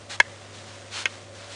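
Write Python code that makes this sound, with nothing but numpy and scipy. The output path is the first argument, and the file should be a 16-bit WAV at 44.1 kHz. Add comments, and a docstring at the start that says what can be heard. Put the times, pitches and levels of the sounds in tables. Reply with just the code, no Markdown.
"""A small, faintly humming room where two cats paw through a drift of foam beads on the floor.
Each push rubs thousands of beads together in a soft swish, over a low rustle of beads that keep shifting.
Twice something small and hard, probably plastic, ticks close by: a crack, a short ring and a rattle."""
import sys
import numpy as np
from scipy import signal
from scipy.fft import rfft, irfft
from scipy.io import wavfile

SR = 44100
rng = np.random.default_rng(int(sys.argv[2]) if len(sys.argv) > 2 else 0)


def wav_record(signal):
    """Record a signal, one row per channel, as 16-bit PCM in the file named by sys.argv[1]."""
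    frames = np.transpose(np.atleast_2d(signal))
    bounded = np.clip(frames, -1, 1)
    # unit amplitude maps onto the largest positive 16-bit level
    quanta = np.round(bounded * 32767).astype(np.int16)
    wavfile.write(sys.argv[1], SR, quanta)


N = 68355


def amp(db):
    """Decibels to gain."""
    return 10 ** (np.asarray(db) / 20)


def unit(x):
    """Scales to rms 1."""
    return x / np.sqrt(np.mean(x ** 2) + 1e-20)


def add(mix, start_s, sound):
    """Drops a sound into the mix at its cue."""
    part = mix[max(round(start_s * SR), 0):][:len(sound)]
    part += sound[:len(part)]


def fade(t, t60_s):
    """Exponential decay, 60 dB down at t60_s."""
    return np.exp(-np.log(1000) * t / t60_s)


def colour(x, eq, tilt_db_per_octave=0):
    """Shapes a signal with an EQ curve and a tilt, at rms 1."""
    octave = np.log2(np.fft.rfftfreq(len(x), 1 / SR) + 1)
    freq_hz, gain_db = np.transpose(eq)
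    curve_db = np.interp(octave, np.log2(freq_hz), gain_db) + tilt_db_per_octave * (octave - 10)
    return unit(irfft(rfft(x) * amp(curve_db), len(x)))


def narrow_noise(pitch_hz, width_hz):
    """Noise in one resonance, at rms 1: a wavering tone."""
    freq_hz = np.fft.rfftfreq(N, 1 / SR)
    spectrum = rfft(rng.standard_normal(N)) / (1 + ((freq_hz - pitch_hz) / width_hz) ** 2)
    return unit(irfft(spectrum, N))


# EQ of the dull room tone: freq_hz, gain_db
ROOM_TONE_EQ = [(20, -18), (50, -11.5), (85, -1), (150, -2.5), (220, -4), (280, 2), (315, -4.5), (360, -3),
                (395, 0), (460, -1.5), (530, 0), (590, 1), (640, -1.5), (730, 1), (850, -9), (1500, -14.5),
                (10000, -26)]
# Mains hum and two faint steady tones: pitch_hz, level_db
HUM_TONES = [(100.1, -50.5), (219, -63.5), (355, -62.5)]
# Drone of an appliance: pitch_hz, width_hz, level_db
APPLIANCE_DRONE = [(534, 9, -58), (570.7, 9.4, -55.5)]


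def background(tone_db=-49.5):
    """The bed: room tone, steady mains hum and an appliance's faint, wavering drone."""
    t = np.arange(N) / SR
    bed = amp(tone_db) * colour(rng.standard_normal(N), ROOM_TONE_EQ)
    for pitch_hz, level_db in HUM_TONES:
        bed += amp(level_db) * np.sqrt(2) * np.sin(2 * np.pi * (pitch_hz * t + rng.random()))
    for pitch_hz, width_hz, level_db in APPLIANCE_DRONE:
        bed += amp(level_db) * narrow_noise(pitch_hz, width_hz)
    return bed


def room_reverb(send, t60_s=0.28, predelay_s=0.005, echoes_per_s=3000):
    """Sparse reflections from near walls, dying quickly."""
    t = np.arange(SR // 2) / SR
    taps = rng.standard_normal(len(t)) * (rng.random(len(t)) < echoes_per_s / SR)
    taps *= (t > predelay_s) * fade(t, t60_s)
    return signal.fftconvolve(send, taps / np.linalg.norm(taps))[:N]


def bead_slips(per_s, spread_db):
    """The grain of the foam: random tiny slips of bead on bead, a few of them larger."""
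    size = amp(spread_db * np.minimum(rng.exponential(1, N), 5))
    polarity = np.sign(rng.standard_normal(N))
    return size * polarity * (rng.random(N) < per_s / SR)


# EQ of the shifting beads: freq_hz, gain_db
RUSTLE_EQ = [(100, -15.5), (600, -7.5), (1100, 0), (1900, -1.5), (2600, -3.5), (3400, -3), (4200, -5.5),
             (6500, -7), (7800, -10), (8600, -11), (10000, -17)]
# Fader ride of the shifting beads: time_s, level_db
RUSTLE_RIDE = [(0, -49.5), (.09, -52), (.26, -47.5), (.39, -48.5), (.52, -48.5), (.7, -47), (.88, -48),
               (1.15, -46.5), (1.28, -51), (1.55, -45)]


def shifting_beads():
    """Beads keep shifting under the cats' weight in a low rustle."""
    level = amp(np.interp(np.arange(N) / SR, *np.transpose(RUSTLE_RIDE)))
    return level * colour(bead_slips(per_s=7000, spread_db=2.5), RUSTLE_EQ)


# Modes of the hard object: pitch_hz, rise_s, t60_s, first_tick_gain_db, second_tick_gain_db
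OBJECT_MODES = [(972, 0.00083, 0.026, -2.5, -27), (1553, 0.0011, 0.043, -11, -1),
                (1673, .004, 0.027, 4, -14), (1856, 0.0011, 0.038, -7, -2.5),
                (2157, 0.0032, 0.026, 3.5, 1.5), (2468, 0.0016, 0.012, -7, 5.5),
                (2607, 0.0007, 0.044, -9.5, -1.5), (2970, 0.00052, 0.049, -24, -6.5),
                (3227, 0.00083, .019, -4, -4.5), (3398, 0.0022, 0.026, -9, -10),
                (4040, 0.0012, 0.021, -12.5, -18.5), (5500, 0.00058, 0.013, -17.5, -12.5),
                (6370, 0.00063, 0.017, -21.5, -6), (7030, 0.00043, 0.015, -14, -20),
                (9060, 0.00086, 0.015, -25, -15)]


def object_ring(t, tick_index, linger_gain_db=-36.5):
    """The object's modes build up and damp quickly, leaving a faint lingering ring."""
    modes = np.zeros(N)
    for k, (pitch_hz, rise_s, t60_s, *gains_db) in enumerate(OBJECT_MODES):
        envelope = np.minimum(t / rise_s, 1) * fade(np.maximum(t - rise_s, 0), t60_s)
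        modes += (-1) ** k * amp(gains_db[tick_index]) * envelope * np.sin(2 * np.pi * pitch_hz * t)
    linger = narrow_noise(pitch_hz=1900, width_hz=160) * fade(t, t60_s=0.61)
    return modes + amp(linger_gain_db) * linger


# EQ of the crack at the contact: freq_hz, gain_db
CRACK_EQ = [(100, -25), (400, 4), (800, 2.5), (1200, 1), (1500, -1), (3400, -6), (3800, -9), (5000, -6),
            (6900, -9.5), (7500, -23), (10000, -21)]
# EQ of the rattle after it: freq_hz, gain_db
RATTLE_EQ = [(100, -27), (700, -23), (1200, -1), (1800, -12), (2500, 3), (3400, -7), (4500, -12.5),
             (10000, -39)]
# Cues for the ticks: start_s, ring_db, crack_db, puff_db, rattle_db
TICK_CUES = [(.2005, -9, -11.5, -28, -28), (1.0556, -18, -24, -58, -21.5)]


def hard_ticks(puff_hz=262, rattle_rise_s=0.0055):
    """Each contact layers a ring, a crack, a small push of air and a short rattle."""
    t = np.arange(N) / SR
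    track = np.zeros(N)
    for index, (start_s, ring_db, crack_db, puff_db, rattle_db) in enumerate(TICK_CUES):
        ring = amp(ring_db) * object_ring(t, index)
        crack = amp(crack_db) * colour(rng.choice([-1, 1], N), CRACK_EQ) * fade(t, t60_s=0.026)
        air = np.sin(2 * np.pi * puff_hz * t) + .5 * (1 - np.cos(np.pi * puff_hz * t))
        puff = -amp(puff_db) * air * fade(t, t60_s=0.033)
        rattle = amp(rattle_db) * colour(rng.standard_normal(N), RATTLE_EQ)
        rattle *= np.minimum(t / rattle_rise_s, 1) * fade(t, t60_s=0.059)
        add(track, start_s, ring + crack + puff + rattle)
    return track


# EQ of rubbing beads, before each push's tilt: freq_hz, gain_db
SWISH_EQ = [(60, -12), (250, -2.5), (600, -1), (1200, 2.5), (2200, -0.5), (3400, -0.5), (3900, -1.5),
            (4250, -1.5), (4700, -5.5), (7000, -10), (8500, -15.5), (10000, -20.5)]
# Cues for the paws: start_s, rise_s, hold_s, release_s, level_db, tilt_db_per_octave
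PAW_CUES = [(0.091, 0.015, 0.011, 0.051, -34, 2.55), (.525, 0.023, .02, 0.063, -46, 3.5),
            (.64, 0.028, 0.044, 0.081, -50, 3), (0.904, 0.057, 0.016, 0.069, -32, 3),
            (1.085, 0.01, 0.032, .08, -49.5, 4), (1.344, 0.011, 0.008, 0.058, -48.5, 4),
            (1.394, 0.013, 0.014, 0.063, -46, 1), (1.469, 0.059, .03, .06, -41.5, 4.5)]


def paw_pushes(release_power=0.41):
    """Paws shove the beads together: each dense swish swells, holds and dies away."""
    t = np.arange(N) / SR
    track = np.zeros(N)
    for start_s, rise_s, hold_s, release_s, level_db, tilt_db_per_octave in PAW_CUES:
        attack = np.minimum(t / rise_s, 1)
        release = np.clip(1 - (t - rise_s - hold_s) / release_s, 0, 1) ** release_power
        swish = colour(bead_slips(per_s=14000, spread_db=2), SWISH_EQ, tilt_db_per_octave)
        add(track, start_s, amp(level_db) * attack * release * swish)
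    return track


def scene(paw_send_db=-20.5, tick_send_db=-35):
    """The mix: paws across the room, ticks close and nearly dry, rustle and hum underneath."""
    paws = paw_pushes()
    ticks = hard_ticks()
    reverb = room_reverb(amp(paw_send_db) * paws + amp(tick_send_db) * ticks)
    return (paws + ticks + reverb + shifting_beads() + background())[None]


def record(dry, ceiling=0.92, cutoff_hz=10080):
    """A small camera's sound: peaks round off near full scale, then a low-pass cuts the top."""
    rounded = dry / (1 + (dry / ceiling) ** 6) ** (1 / 6)
    lowpass = signal.firwin(601, cutoff_hz, window=("kaiser", 8), fs=SR)
    return signal.oaconvolve(rounded, lowpass[None], "same")


dry = scene()
out = record(dry)
wav_record(out)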